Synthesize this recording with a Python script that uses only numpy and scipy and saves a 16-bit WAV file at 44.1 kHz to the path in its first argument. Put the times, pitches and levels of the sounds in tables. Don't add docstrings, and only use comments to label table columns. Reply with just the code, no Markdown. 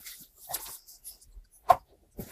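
import sys
import numpy as np
from scipy import signal
from scipy.fft import rfft, irfft
from scipy.io import wavfile

SR = 44100
rng = np.random.default_rng(int(sys.argv[2]) if len(sys.argv) > 2 else 0)


def transcribe(u):
    v = np.clip(np.atleast_2d(u).T, -1, 1)
    q = np.round(v * 32767).astype(np.int16)
    wavfile.write(sys.argv[1], SR, q)


N = 102003

# (time [s], level [dB], swish trim [dB], sheen trim [dB], fizz trim [dB])
BRUSH_LEVELS = [(0.0, -51, -10, -7, -2), (0.04, -60, -2, 1, 5), (0.07, -39, -7, -8, -5.5),
                (0.17, -49, -8, -7, -9), (0.22, -47.5, -8, -7.5, -1.5), (0.27, -57, -13.5, -16, -10.5),
                (0.35, -72.5, -8, 0.5, 3), (0.44, -45.5, -9, -4.5, -4.5), (0.49, -51.5, -13, -9, 0.5),
                (0.536, -38, -9.5, -5.5, -8), (0.545, -26, -6, -2, -5.5), (0.556, -37, -11, -0.5, 3),
                (0.566, -39.5, -5, -5, -12), (0.585, -49.5, -15, -0.5, -10), (0.6, -42.5, -5.5, -14, -9),
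                (0.64, -32, -22, -8.5, -12.5), (0.66, -44, -4.5, -5.5, -6), (0.75, -40.5, -11.5, -3, -5),
                (0.8, -61.5, -7, -6, -7), (0.85, -61, -10.5, -31, -17), (0.89, -51, -0.5, -4.5, -0.5),
                (0.96, -55.5, 0, -8, -9.5), (1.02, -59, -20.5, -21, -14), (1.07, -49.5, -3, -32, -10),
                (1.1, -45.5, -13.5, -10, -1), (1.13, -50.5, -11, -9.5, -11), (1.2, -64, -6, -12, -12),
                (1.23, -57.5, 3, -9, -6), (1.27, -81, -4, 3, 1), (1.43, -93, -11, 2, 8),
                (1.45, -77, 2, 0.5, -13), (1.49, -83, -9, -8, -3), (1.55, -75, -14, 5, 11),
                (1.61, -83.5, -21, 6, 16), (1.67, -79, 0, -4, -8), (1.707, -41, -1, -4, 0.5),
                (1.717, -48.5, -3.5, 1, 1), (1.76, -61, -5, -9, -9.5), (1.83, -79.5, -11, -6, -2),
                (2.1, -86, -7, 2, -0.5), (2.13, -77.5, -17, 0, -4.5), (2.16, -83.5, -4, -4, 4),
                (2.21, -33.5, -23, -17.5, -9), (2.25, -53, -7.5, -8.5, -5.5), (2.31, -53.5, -4.5, -4, 0)]
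# (time [s], crease level [dB], rasp level [dB])
CRUNCH_LEVELS = [(0.0, -65, -68), (0.04, -66, -68.5), (0.07, -58, -48.5), (0.13, -60.5, -54),
                 (0.2, -79.5, -70), (0.24, -77, -58.5), (0.32, -100, -91), (0.46, -79, -60.5),
                 (0.49, -86, -73), (0.51, -60, -59), (0.53, -66, -58), (0.55, -57, -40), (0.56, -42.5, -59),
                 (0.58, -56, -52.5), (0.652, -66, -62.5), (0.666, -52, -43), (0.69, -55.5, -64.5),
                 (0.76, -70.5, -60), (0.84, -88.5, -99), (0.94, -83.5, -93), (1.02, -88, -89),
                 (1.08, -80, -62.5), (1.2, -87.5, -82), (1.59, -92.5, -109), (1.65, -76, -82),
                 (1.68, -62, -74), (1.7, -41.5, -45), (1.707, -34, -38.5), (1.72, -38, -54),
                 (1.75, -55.5, -69), (1.84, -94, -93.5), (1.9, -81, -74.5), (1.96, -95.5, -91.5),
                 (2.15, -91, -100.5), (2.21, -62, -64), (2.26, -67, -64.5), (2.31, -54.5, -61)]
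# (time [s], low scuff [dB], high scuff [dB], padded body [dB])
SCUFF_PHRASES = [
    [(0.0, -72, -78, -90), (0.038, -91, -94, -77), (0.08, -75, -85, -72.5), (0.154, -87, -85, -81.5),
     (0.22, -79, -85, -73.5), (0.256, -94, -92, -73), (0.336, -83, -98, -92), (0.376, -91, -85, -71),
     (0.444, -74, -84, -86), (0.472, -83, -82, -79), (0.49, -55, -74, -96)],
    [(0.54, -61, -43, -54), (0.562, -47, -48, -45), (0.582, -86, -59, -57), (0.602, -88, -52, -57),
     (0.638, -87, -60, -79), (0.668, -63, -55.5, -71.5), (0.692, -58, -50, -54), (0.734, -77, -65.5, -76),
     (0.762, -71, -67, -76), (0.788, -81, -89, -93), (0.8, -88, -84, -83)],
    [(0.84, -86, -89, -80), (0.86, -93, -89, -84.5), (0.934, -77, -86, -75.5), (0.988, -80.5, -92, -84.5),
     (1.158, -72.5, -77, -71.5), (1.258, -102, -105, -86), (1.352, -81, -79, -75.5),
     (1.476, -102, -104, -88), (1.585, -76.5, -102, -84.5), (1.62, -83, -97, -82), (1.675, -56, -57, -68),
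     (1.697, -47, -32, -43)],
    [(1.726, -33.5, -29, -43.5), (1.795, -68.5, -59.5, -75.5), (1.852, -78, -91, -82.5),
     (1.928, -67, -81.5, -59), (1.958, -89, -105, -66), (2.012, -80.5, -100, -83.5),
     (2.036, -81.5, -89, -62), (2.126, -97, -101, -93), (2.2, -56, -80, -42), (2.244, -58, -94, -57.5),
     (2.31, -65, -57, -52)],
]
# (time [s], deep level [dB], upper level [dB])
DESK_LEVELS = [(0.0, -68, -44), (0.02, -56, -74.5), (0.14, -81.5, -79), (0.22, -87, -62),
               (0.25, -72.5, -75.5), (0.47, -72.5, -83), (0.52, -63.5, -52.5), (0.64, -67.5, -80),
               (0.7, -59, -54.5), (0.75, -86, -88), (1.15, -61, -74), (1.22, -85, -81), (1.28, -50.5, -64),
               (1.31, -63, -80), (1.38, -43.5, -73), (1.52, -102, -80), (1.65, -55.5, -76.5),
               (1.685, -71.5, -68), (1.72, -48.5, -39), (1.85, -61.5, -81), (1.92, -67, -68),
               (2.14, -67.5, -74.5), (2.19, -46, -51), (2.21, -47, -45), (2.31, -81, -68)]
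# (pitch [Hz], width [Hz], relative level [dB])
SWISH_BANDS = [(4874, 800, 3.5), (5560, 1400, 5), (6280, 900, -0.5), (7220, 2700, 8)]
SHEEN_BANDS = [(8000, 1300, -5), (9200, 1300, -3), (10300, 1300, 0), (11300, 1300, -1)]
FIZZ_BANDS = [(12400, 1400, 0), (13400, 1400, -1), (14400, 1400, -2), (15200, 1000, -7)]
CREASE_BANDS = [(1416, 480, 2.5), (1894, 1100, 3), (2490, 1500, -2)]
BODY_BANDS = [(288.4, 270, -5.5), (368, 200, 7.5), (570, 230, 4)]
RASP_BANDS = [(3650, 1300, 7), (4398, 1000, 4.5)]
DESK_DEEP_BANDS = [(42.35, 30, 0)]
DESK_UPPER_BANDS = [(75.6, 65, -2.5), (133.7, 8.9, -4.5), (176, 190, -4.5)]
# (frequency [Hz], relative level [dB])
ROOM_SPECTRUM = [(18, -26.5), (30, 13), (66, -22.5), (256, -19.5), (691, -27), (1470, -28), (12900, -31),
                 (14300, -51), (15500, -44)]
# (centre time [s], length [s], pitch [Hz], level [dB])
NARROW_SWELLS = [(0.078, 0.05, 2080, -49.5), (0.133, 0.038, 1980, -55), (0.227, 0.028, 1494, -72.5),
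                 (0.384, 0.027, 1203, -71.5), (0.398, 0.082, 7360, -62.5), (0.519, 0.042, 1880, -54),
                 (1.083, 0.059, 2040, -74), (0.8, 0.14, 5190, -61), (1.077, 0.049, 11100, -42.5),
                 (1.082, 0.029, 10200, -43), (1.12, 0.078, 5140, -54), (1.216, 0.034, 5070, -65.5),
                 (1.229, 0.027, 9460, -54), (1.329, 0.04, 7750, -72.5), (1.328, 0.022, 4150, -75.5),
                 (1.452, 0.017, 4690, -67.5), (1.453, 0.013, 1510, -72), (1.775, 0.023, 927, -51.5),
                 (1.887, 0.015, 3040, -80.5), (1.097, 0.14, 2770, -74), (1.555, 0.06, 6180, -68.5),
                 (1.555, 0.056, 10440, -57), (1.804, 0.036, 4840, -70.5), (2.134, 0.042, 5960, -73.5),
                 (2.127, 0.03, 8120, -69.5), (2.201, 0.017, 2200, -59), (2.246, 0.049, 1790, -64.5)]
# (time [s], peak [dB], pitch [Hz])
BAG_AND_DESK_THUDS = [(0.204, -51.5, 178), (0.22, -51.5, 269), (.592, -46.5, 490), (1.26, -53.5, 41.8),
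                      (1.344, -52.5, 42), (1.392, -56, 42.3), (1.708, -52, 137), (1.724, -40, 231.9),
                      (2.19, -32, 377), (2.192, -31, 194.2), (2.208, -35, 119.4), (2.263, -44, 219)]
# (time [s], relative level [dB], side-mode gain [dB per octave from main mode])
PLASTIC_KNOCKS = [(.472, -52.5, -36), (.493, -35.5, -32), (.506, -28.5, -21), (.511, -27, -31),
                  (.521, -37.5, -6), (1.6975, -16.5, 8.5), (1.7003, -12.5, 8), (1.7031, -9.5, -0.5),
                  (1.714, -23.5, -1), (1.730, -24.5, 0.5), (1.741, -30.5, -11.5), (1.763, -35.5, -19)]
# (pitch [Hz], relative level [dB], time constant [s])
PLASTIC_MODES = [(535, -5.5, 0.0052), (720, 5.5, 0.0025), (917, 2, 0.0014), (1036, -3, 0.0032),
                 (1200, -22, 0.0013), (1423, -23, 0.0023), (695, -28, 0.01), (984, -28, .009)]


def from_db(db):
    return 10 ** (np.asarray(db) / 20)


def unit_rms(x):
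    return x / np.sqrt(np.mean(x ** 2) + 1e-20)


def fader_curves(rows):
    times, *columns = np.transpose(rows)
    return [np.interp(np.arange(N) / SR, times, column) for column in columns]


def drift(rate_hz):
    hop, settle = 40, 2000
    pole = np.exp(-2 * np.pi * rate_hz * hop / SR)
    noise = rng.standard_normal(N // hop + settle + 2)
    slow = signal.lfilter([1], [1, -2 * pole, pole ** 2], noise)[settle:]
    return np.interp(np.arange(N) / hop, np.arange(len(slow)), unit_rms(slow))


def grain_band(hz, width_hz, grains_per_s=6000, spread_db=1):
    size_db = spread_db * np.minimum(rng.exponential(1, N), 4)
    slips = from_db(size_db) * rng.standard_normal(N)
    grains = slips * (rng.random(N) < grains_per_s / SR)
    radius = np.exp(-np.pi * width_hz / SR)
    resonator = [1, 0, -1, 1, -2 * radius * np.cos(2 * np.pi * hz / SR), radius ** 2]
    return unit_rms(signal.sosfilt([resonator] * 3, grains))


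def rubbed(bands, level_db, flicker_db=1.6):
    texture = sum(from_db(db + flicker_db * drift(rate_hz=20)) * grain_band(hz, width_hz)
                  for hz, width_hz, db in bands)
    return from_db(level_db) * unit_rms(texture)


def soft_ring(start_s, hz, tau_s):
    age = np.maximum(np.arange(N) / SR - start_s, 0)
    envelope = (age / tau_s / 2) ** 2 * np.exp(2 - age / tau_s)
    return envelope * np.sin(2 * np.pi * hz * age)


def nylon_brush():
    level_db, swish_db, sheen_db, fizz_db = fader_curves(BRUSH_LEVELS)
    swish = rubbed(SWISH_BANDS, level_db + swish_db)
    sheen = rubbed(SHEEN_BANDS, level_db + sheen_db)
    fizz = rubbed(FIZZ_BANDS, level_db + fizz_db)
    return swish + sheen + fizz


def padding_and_zip():
    crease_db, rasp_db = fader_curves(CRUNCH_LEVELS)
    return rubbed(CREASE_BANDS, crease_db) + rubbed(RASP_BANDS, rasp_db)


def contents_scuff(width_hz=250):
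    low_db, high_db, body_db = fader_curves(np.vstack(SCUFF_PHRASES))
    bands = [(hz, width_hz, db / 2) for hz, db, _ in PLASTIC_MODES]
    return rubbed(bands[1:2], low_db) + rubbed(bands[2:5], high_db) + rubbed(BODY_BANDS, body_db)


def desk_tremble():
    deep_db, upper_db = fader_curves(DESK_LEVELS)
    return rubbed(DESK_DEEP_BANDS, deep_db) + rubbed(DESK_UPPER_BANDS, upper_db)


def room_tone(level_db=-71.5):
    hz = np.maximum(np.fft.rfftfreq(N, 1 / SR), 1)
    point_hz, point_db = np.transpose(ROOM_SPECTRUM)
    colour = from_db(np.interp(np.log(hz), np.log(point_hz), point_db))
    bed = irfft(rfft(rng.standard_normal(N)) * colour, N)
    return from_db(level_db) * unit_rms(bed)


def narrow_swells(width_share=0.16):
    t = np.arange(N) / SR
    swells = np.zeros(N)
    for centre_s, length_s, hz, db in NARROW_SWELLS:
        envelope = np.exp(-4 * ((t - centre_s) / length_s) ** 2)
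        swells += from_db(db) * envelope * grain_band(hz, width_share * hz)
    return swells


def bag_and_desk_thuds(tau_cycles=0.64):
    return sum(from_db(db) * soft_ring(start_s, hz, tau_cycles / hz)
               for start_s, db, hz in BAG_AND_DESK_THUDS)


def plastic_knocks(trim_db=-8.0):
    main_hz = PLASTIC_MODES[1][0]
    knocks = np.zeros(N)
    for start_s, knock_db, db_per_octave in PLASTIC_KNOCKS:
        for hz, mode_db, tau_s in PLASTIC_MODES:
            tone_db = db_per_octave * abs(np.log2(hz / main_hz))
            knocks += from_db(knock_db + mode_db + tone_db + trim_db) * soft_ring(start_s, hz, tau_s)
    return knocks


def scene():
    handling = nylon_brush() + padding_and_zip() + contents_scuff()
    bed = desk_tremble() + room_tone()
    accents = narrow_swells() + bag_and_desk_thuds() + plastic_knocks()
    return (handling + bed + accents)[None]


def record(dry):
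    stop_hz, stop_db = 15900, 60
    high_cut = signal.cheby2(14, stop_db, stop_hz, fs=SR, output="sos")
    return signal.sosfilt(high_cut, dry)


dry = scene()
out = record(dry)
transcribe(out)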